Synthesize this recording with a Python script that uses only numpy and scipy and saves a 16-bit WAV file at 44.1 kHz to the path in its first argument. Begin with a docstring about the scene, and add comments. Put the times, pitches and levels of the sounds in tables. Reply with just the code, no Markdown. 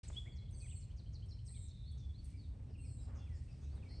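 """Songbirds whistle, chip and buzz at the edge of a wood, heard in stereo from a quiet paddock.
Their notes are gliding tones, pure or roughened; one loud call is close to the microphones, the rest
lie farther back. Branches and trunks scatter the notes and give them a tail. Wind rumbles low
underneath, with a faint hiss of leaves, a few soft rustles and small high ticks."""
import sys
import numpy as np
from scipy import signal
from scipy.fft import rfft, irfft
from scipy.io import wavfile

SR = 44100
rng = np.random.default_rng(int(sys.argv[2]) if len(sys.argv) > 2 else 0)


def generate_wav(signal):
    """Clip the signal to [-1, 1] and save it as 16-bit WAV at the path in sys.argv[1]."""
    frames = np.transpose(np.atleast_2d(signal))
    scaled = np.clip(frames, -1, 1) * 32767
    pcm = np.round(scaled).astype(np.int16)
    wavfile.write(sys.argv[1], SR, pcm)


N = 176400
TIME = np.arange(N) / SR

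# the nearer run of down-swept chips: t/s, level/dB
NEAR_CHIP_RUN = [(.362, -67), (.592, -69), (.807, -71), (.972, -65.5), (1.135, -64.5), (1.297, -66),
                 (1.463, -63.5)]
# the farther run of chips: t/s, level/dB
FAR_CHIP_RUN = [(2.685, -81.5), (2.841, -77), (2.998, -78), (3.157, -78), (3.322, -77.5), (3.490, -77.5)]


def from_db(db):
    """Decibels to gain."""
    return 10 ** (np.asarray(db) / 20)


def rms_one(x):
    """Scale to unit rms."""
    return x / np.sqrt(np.mean(x ** 2) + 1e-20)


def level(points):
    """Gain over time from points of t/s, level/dB."""
    return from_db(np.interp(TIME, *np.transpose(points)))


def at_hz(points, hz):
    """Read a table on a log-frequency axis."""
    freqs, values = np.transpose(points)
    return np.interp(np.log(hz + .0011), np.log(freqs), values)


def add(out, s, sound):
    """Mix a sound in at s seconds."""
    i = max(int(s * SR), 0)
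    out[i:i + len(sound)] += sound[:max(N - i, 0)]


def drift(rate_hz, size):
    """Random wander of about unit spread."""
    return np.interp(np.arange(size) / SR * rate_hz, np.arange(2048), rng.standard_normal(2048))


def progress(length):
    """0 to 1 over a length in seconds."""
    return np.linspace(0, 1, max(int(length * SR), 8))


def arc(u, pitches):
    """Parabola through start, middle and end pitch."""
    return np.polyval(np.polyfit([0, .5, 1], pitches, 2), u)


def swell(u, peak):
    """Rounded rise and fall, loudest at the share `peak` of its length."""
    return np.sin(np.pi * np.interp(u, [0, peak, 1], [0, .5, 1])).clip(0)


def tone(hz):
    """A sine of unit rms that follows a pitch."""
    return np.sqrt(2) * np.sin(2 * np.pi * np.cumsum(hz) / SR)


def noise(colour):
    """Unit-rms outdoor noise as a pair of microphones hears it, more alike at some pitches than others."""
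    # likeness of left and right: f/Hz, correlation
    likeness = [(180, 1), (350, 0.72), (700, .0), (1300, 0.43), (1900, 1), (3600, 1), (4800, 0.42),
                (6000, 1), (9000, 0)]
    hz = np.arange(N // 2 + 1) * SR / N
    mid, side = rfft(rng.standard_normal((2, N)))
    alike = np.clip(at_hz(likeness, hz), -1, .997)
    pair = np.sqrt(1 + alike) * mid + np.sqrt(1 - alike) * side * [[1], [-1]]
    lowpass = 1 / np.sqrt(1 + (hz / 10130) ** 40)
    return rms_one(irfft(pair * lowpass * from_db(at_hz(colour, hz)), N))


def notes(rows, peak, waver, rough=.2):
    """Whistled notes, each one arc of pitch under one swell, fluttering through the leaves."""
    out = np.zeros(N)
    for s, length, *pitches, db in rows:
        u = progress(length)
        hz = arc(u, pitches) * (1 + waver * drift(300, len(u)))
        flutter = (1 + rough * drift(700, len(u))) / np.sqrt(1 + rough ** 2)
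        add(out, s, from_db(db) * swell(u, peak) * flutter * tone(hz))
    return out


def series(rows, length_s, arc_hz, peak):
    """One rough note shape repeated at several strengths."""
    return notes([(s, length_s, *arc_hz, db) for s, db in rows], peak, waver=.025, rough=.8)


def hoarse(rows, width_hz, peak):
    """Gliding notes smeared into a band by multiplying them with low-passed noise."""
    out = np.zeros(N)
    lowpass = signal.butter(2, width_hz / 2, fs=SR, output="sos")
    for s, length, *pitches, db in rows:
        u = progress(length)
        grain = rms_one(signal.sosfilt(lowpass, rng.standard_normal(SR // 2)))[-len(u):]
        add(out, s, from_db(db) * swell(u, peak) * grain * tone(arc(u, pitches)))
    return out


def wood(x, direct_db, tail_db, t60_s, spread=.014):
    """Direct sound, quick scatter from nearby branches and a long tail from the trunks."""
    t = TIME[:SR]
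    branches = rng.standard_normal(SR) * (rng.random(SR) < .02) * np.exp(-t / .0092)
    build_up = 1 - np.exp(-t / .0059)
    mid, side = rng.standard_normal((2, SR)) * from_db(-60 * t / t60_s) * build_up
    trunks = mid + spread * side * [[1], [-1]]
    echoes = (from_db(tail_db) * rms_one(trunks) + from_db(-9) * rms_one(branches)) / np.sqrt(SR)
    return from_db(direct_db) * x + signal.fftconvolve(x[None], echoes, axes=1)[:, :N]


def off_centre(x, lag_s):
    """Sound from one side reaches the left microphone later."""
    hz = np.arange(N // 2 + 1) * SR / N
    left = irfft(rfft(x[0]) * np.exp(-2j * np.pi * hz * lag_s), N)
    return np.array([left, x[1]])


def wind():
    """A steady low rumble, a gust swelling in the farther trees and air moving over the paddock."""
    # colours of the three noises: f/Hz, relative level/dB
    rumble_colour = [(20, -39.5), (30, -23), (42, -6.5), (55, -4.5), (68, 2), (90, -3), (118, -6),
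                     (160, -17.5), (250, -29), (350, -45.5), (700, -79.5)]
    gust_colour = [(100, -16.5), (170, 1), (220, 2.5), (290, 1.5), (360, -20.5), (600, -43.5)]
    air_colour = [(100, -11.5), (250, 1.5), (400, 0), (700, -6.5), (1100, -15), (1700, -21.5), (3000, -22),
                  (9000, -46)]
    # rise and fall of gust and air: t/s, level/dB
    gust_level = [(0, -78.5), (1.9, -77.5), (2.4, -68.5), (2.7, -65), (3.1, -65), (3.4, -70), (4, -66.5)]
    air_level = [(0, -69), (.5, -72), (1.8, -74), (2.4, -74), (2.7, -69), (2.9, -71), (3.1, -68),
                 (3.5, -70), (4, -66.5)]
    rumble = from_db(-47) * noise(rumble_colour)
    gust = level(gust_level) * noise(gust_colour)
    air = level(air_level) * from_db(2.1 * drift(29.9, N)) * noise(air_colour)
    return rumble + gust + air


def leaves():
    """Leaves hiss faintly in the wind, with a slight flicker."""
    # colour of the hiss: f/Hz, relative level/dB
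    hiss_colour = [(1000, -3.5), (1700, -5), (2300, 0.5), (3200, -3.5), (4500, -0.5), (5200, -2),
                   (7000, -6.5), (8600, 2.5), (9300, -10.5), (10400, -17), (11200, -40), (15000, -47)]
    # its rise and fall: t/s, level/dB
    hiss_level = [(0.03, -63), (.11, -72.5), (.17, -68), (.22, -73.5), (.31, -84), (.7, -83), (1.4, -82),
                  (2.2, -81.5), (2.28, -74), (2.55, -83), (3.0, -86), (3.38, -78), (3.45, -77.5), (4, -80)]
    return level(hiss_level) * from_db(.9 * drift(25, N)) * noise(hiss_colour)


def near_whistles():
    """Two birds in the nearer trees: one gives thin high notes, the other slurred whistles."""
    # each bird's notes: t/s, length/s, start f/Hz, middle f/Hz, end f/Hz, level/dB
    thin_notes = [ (.077, 0.014, 8280, 7830, 6070, -57), (.523, 0.029, 6110, 6160, 6290, -70),
                  (.555, 0.13, 6260, 6140, 6100, -79), (1.282, .016, 5480, 5450, 5160, -73),
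                  (1.312, 0.04, 5350, 5360, 5390, -73)]
    whistles = [ (.126, 0.028, 3280, 3570, 3600, -66.5), (.254, 0.037, 1767, 2157, 2340, -63.5),
                (.315, 0.032, 4830, 4550, 4240, -73), (.475, 0.026, 2880, 3330, 4240, -74.5),
                (.535, 0.043, 4780, 4540, 4340, -72.5), (.608, 0.048, 2433, 2515, 2350, -70.5),
                (.640, 0.032, 2484, 2266, 1860, -71), (.672, 0.034, 2380, 2885, 2940, -73),
                (.692, 0.029, 3120, 3360, 4120, -70), (.703, 0.04, 3243, 2760, 2260, -68),
                (.752, 0.036, 4580, 4310, 4330, -71.5), (1.486, 0.031, 1874, 1940, 2120, -78.5),
                (1.524, 0.071, 2564, 2325, 2050, -76.5), (1.540, 0.026, 3300, 3650, 4500, -71.5),
                (1.572, 0.011, 2830, 3320, 3960, -72), (1.706, 0.017, 4250, 4360, 4400, -70),
                (1.850, 0.067, 4010, 4360, 4250, -69), (1.905, 0.056, 3595, 3455, 3560, -73.5),
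                (1.990, 0.078, 3680, 3517, 3440, -71.5), (2.075, 0.055, 3490, 3400, 3350, -76),
                (2.130, 0.05, 3510, 4120, 4340, -75), (2.175, 0.04, 4480, 4470, 4300, -70),
                (2.737, 0.036, 3036, 2686, 2190, -73), (2.772, 0.043, 2783, 2755, 2730, -71),
                (2.828, 0.042, 2260, 2490, 2070, -74), (3.175, 0.076, 2750, 2760, 2700, -76),
                (3.255, 0.039, 2900, 2480, 2000, -76), (3.288, 0.1, 2090, 1914, 1790, -75.5),
                (3.685, .08, 4000, 4500, 4930, -80), (3.823, 0.02, 2860, 2510, 2360, -69),
                (3.838, 0.06, 2350, 2274, 2300, -73.5), (3.892, 0.057, 1776, 2080, 2220, -73.5)]
    return notes(thin_notes, peak=.72, waver=.0049) + notes(whistles, peak=.56, waver=.0069, rough=.43)


def rustles():
    """Soft uneven swishes of noise that rise fast and fall slowly."""
    # the swishes: t/s, length/s, level/dB
    swishes = [(0.099, 0.014, -60), (0.119, 0.014, -67.5), (2.487, 0.21, -75.5), (3.052, 0.31, -69.5),
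               (3.714, 0.2, -71)]
    # their colour: f/Hz, relative level/dB
    swish_colour = [(200, -8), (500, 12), (1100, 7), (1600, 0), (2200, -4), (6000, -30), (10000, -48)]
    envelope = np.zeros(N)
    for s, length, db in swishes:
        add(envelope, s, from_db(db) * swell(progress(length), peak=.15))
    return envelope * from_db(2.8 * drift(50, N)) * noise(swish_colour)


def close_call():
    """One loud upward whistle from the bird closest to the microphones."""
    # its two overlapping notes: t/s, length/s, start f/Hz, middle f/Hz, end f/Hz, level/dB
    call = [(.146, 0.038, 2960, 3100, 3250, -60.5), (.162, 0.033, 3214, 3364, 3440, -44.5)]
    return notes(call, peak=.57, waver=.008, rough=.13)


def near_chips(lisp_hz=(6700, 5640, 4740)):
    """Down-swept chips, each opening with a hoarse high lisp; upward slurs fall between the later ones."""
    # the slurs: t/s, level/dB
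    slur_run = [(.900, -73.5), (1.058, -72.5), (1.221, -70), (1.385, -72.5)]
    chips = series(NEAR_CHIP_RUN, length_s=.038, arc_hz=(5690, 4474, 4030), peak=.7)
    slurs = series(slur_run, length_s=.029, arc_hz=(2815, 3190, 3440), peak=.099)
    lisps = [(s - .014, .046, *lisp_hz, db - 8.5) for s, db in NEAR_CHIP_RUN]
    return chips + slurs + hoarse(lisps, width_hz=1200, peak=.52)


def chip_echoes(foot_hz=(4400, 4305, 4156), top_hz=(5470, 5330, 5270)):
    """The foot of each near chip and the top of each far one hang in the trees as a blurred band."""
    near = [(s + .02, .17, *foot_hz, db - 15) for s, db in NEAR_CHIP_RUN]
    far = [(s, .15, *top_hz, db - 6) for s, db in FAR_CHIP_RUN]
    return hoarse(near, width_hz=670, peak=.07) + hoarse(far, width_hz=410, peak=.055)


def far_whistles():
    """Blurred, wavering slurs from a bird deep in the wood."""
    # its notes: t/s, length/s, start f/Hz, middle f/Hz, end f/Hz, level/dB
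    slurs = [ (.452, 0.014, 4750, 3600, 2560, -77), (.660, 0.019, 3800, 3140, 2700, -73),
             (1.560, .014, 4370, 3480, 2900, -70), (2.32, 0.083, 2266, 2340, 2260, -76.5),
             (2.360, 0.12, 4990, 4220, 3210, -71.5), (2.96, 0.084, 4100, 3950, 3880, -76.5),
             (3.175, 0.09, 3300, 3387, 2730, -73), (3.475, 0.035, 2770, 2566, 2550, -73),
             (3.54, .26, 2577, 2570, 2590, -84), (3.61, 0.1, 3320, 3750, 4070, -78),
             (3.74, 0.079, 4700, 3730, 3100, -78), (3.853, 0.026, 6540, 5330, 4470, -81.5)]
    return notes(slurs, peak=.38, waver=.02, rough=.65)


def ticks(ring_hz=8560, width_hz=160):
    """Tiny ticks, each a soft crack with a high, quickly dying ring."""
    # the noise bursts that excite them: t/s, level/dB
    onsets = [(0.508, -69), (1.256, -73.5), (1.913, -69), (2.243, -63), (2.252, -68), (2.299, -71),
              (3.751, -69.5), (3.907, -73)]
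    bursts, cracks = np.zeros((2, N))
    t = TIME[:SR // 10]
    for s, db in onsets:
        grit = from_db(db) * rng.standard_normal(len(t)) * np.minimum(t / .003, 1)
        add(bursts, s, grit * np.exp(-t / .014))
        add(cracks, s, grit * np.exp(-t / .003))
    radius, angle = np.exp(-np.pi * width_hz / SR), 2 * np.pi * ring_hz / SR   # two-pole resonator
    gain = np.sqrt(2 * (1 - radius ** 2)) * np.sin(angle)
    ring = signal.lfilter([gain], [1, -2 * radius * np.cos(angle), radius ** 2], bursts + 1e-18)
    crack_band = signal.butter(2, [5000, 9200], "band", fs=SR, output="sos")
    return ring + from_db(-9) * signal.sosfilt(crack_band, cracks + 1e-18)


def buzzes(rate_hz=166, swing_hz=160):
    """Two voices of one syrinx, shaken together in pitch and level; the lower one peaks later."""
    # high buzzy calls: t/s, length/s, level/dB
    calls = [(0.535, 0.33, -64.5), (1.443, .270, -64.5), (2.768, 0.34, -71)]
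    upper_hz, lower_hz = (8300, 8440, 8200), (7580, 7690, 7210)
    out = np.zeros(N)
    for s, length, db in calls:
        u = progress(length)
        beat = 2 * np.pi * np.cumsum(rate_hz * (1 + .016 * drift(29, len(u)))) / SR
        for pitches, voice_db, peak in (upper_hz, 0, .21), (lower_hz, -6, .66):
            hz = arc(u, pitches) + swing_hz * np.sin(beat) + 25 * drift(60, len(u))
            pulsing = 1 + .23 * np.cos(beat)
            flicker = from_db(1.63 * drift(45.4, len(u)))
            rasp = 1 + .3 * drift(900, len(u))
            add(out, s, from_db(db + voice_db) * swell(u, peak) * pulsing * flicker * rasp * tone(hz))
    breath = [(s, length, *lower_hz, db - 14) for s, length, db in calls]
    return out + hoarse(breath, width_hz=810, peak=.69)


def far_trills():
    """Distant, slightly sinking notes, shaken rapidly and unevenly in pitch and strength."""
    # the trills: t/s, length/s, start f/Hz, end f/Hz, beat rate/Hz, swing/Hz, level/dB
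    trills = [(1.551, .45, 3990, 3640, 110.2, 265, -72.5), (2.792, 0.18, 4290, 4240, 138.4, 27.4, -79.5)]
    out = np.zeros(N)
    for s, length, start, end, rate, swing, db in trills:
        u = progress(length)
        beat = 2 * np.pi * np.cumsum(rate * (1 + .3 * drift(200, len(u)))) / SR
        hz = start + (end - start) * u + swing * np.sin(beat)
        pulsing = 1 + .48 * np.cos(beat)
        add(out, s, from_db(db) * np.sqrt(swell(u, peak=.27)) * pulsing * tone(hz))
    return out


def far_rasps():
    """Hoarse high calls far off, most of them falling."""
    # the calls: t/s, length/s, start f/Hz, middle f/Hz, end f/Hz, level/dB
    calls = [ (1.675, 0.029, 6960, 5800, 4780, -73), (1.972, 0.052, 6500, 5490, 4950, -74),
             (3.145, 0.065, 6600, 5960, 5640, -74.5), (3.34, 0.063, 7430, 7350, 7500, -76.5),
             (3.605, 0.1, 6430, 6010, 5700, -77)]
    return hoarse(calls, width_hz=1460, peak=.26)


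def far_chips():
    """A run of slower downward sweeps from farther back in the trees."""
    return series(FAR_CHIP_RUN, length_s=.071, arc_hz=(5550, 4850, 3940), peak=.48)


def reedy_trill(start_s=3.878, attack_s=.028):
    """A near bird scoops up into a trill so fast that its pulse rate is heard as side tones."""
    # tones that waver together: f/Hz, level/dB
    partials = [(4235, -72), (4545, -71), (4850, -87), (5165, -78.5), (5465, -83)]
    opening = np.clip((TIME - start_s) / attack_s, 0, 1)
    bend = 1 + .011 * drift(400, N) - .084 * (1 - opening) ** 2
    return opening * sum(from_db(db) * tone(hz * bend) * (1 + .18 * drift(150, N)) for hz, db in partials)


def scene():
    """Birds at several distances in the wood, over the wind and leaves."""
    near = wood(near_whistles() + reedy_trill(), direct_db=1, tail_db=-4, t60_s=.97)
    close = wood(close_call(), direct_db=0, tail_db=-10, t60_s=.99)
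    chips = wood(near_chips(), direct_db=-1.5, tail_db=-7.5, t60_s=.66)
    far_song = far_whistles() + far_trills() + far_rasps() + far_chips()
    far = wood(far_song, direct_db=-2.5, tail_db=-4, t60_s=.46)
    high = wood(ticks() + buzzes(), direct_db=1, tail_db=-6, t60_s=.35, spread=.25)
    from_trees = near + close + chips + chip_echoes() + far + off_centre(high, lag_s=2.2e-5)
    return from_trees + wind() + leaves() + rustles()


def record(dry, start_s=.031, fade_s=.005, cutoff_hz=15700):
    """The microphone signal fades quickly in and out, and its top treble is cut."""
    fade = np.clip(np.minimum(TIME - start_s, TIME[-1] - TIME) / fade_s, 0, 1)
    lowpass = signal.cheby2(12, 50, cutoff_hz, fs=SR, output="sos")
    return signal.sosfilt(lowpass, dry * fade)


dry = scene()
out = record(dry)
generate_wav(out)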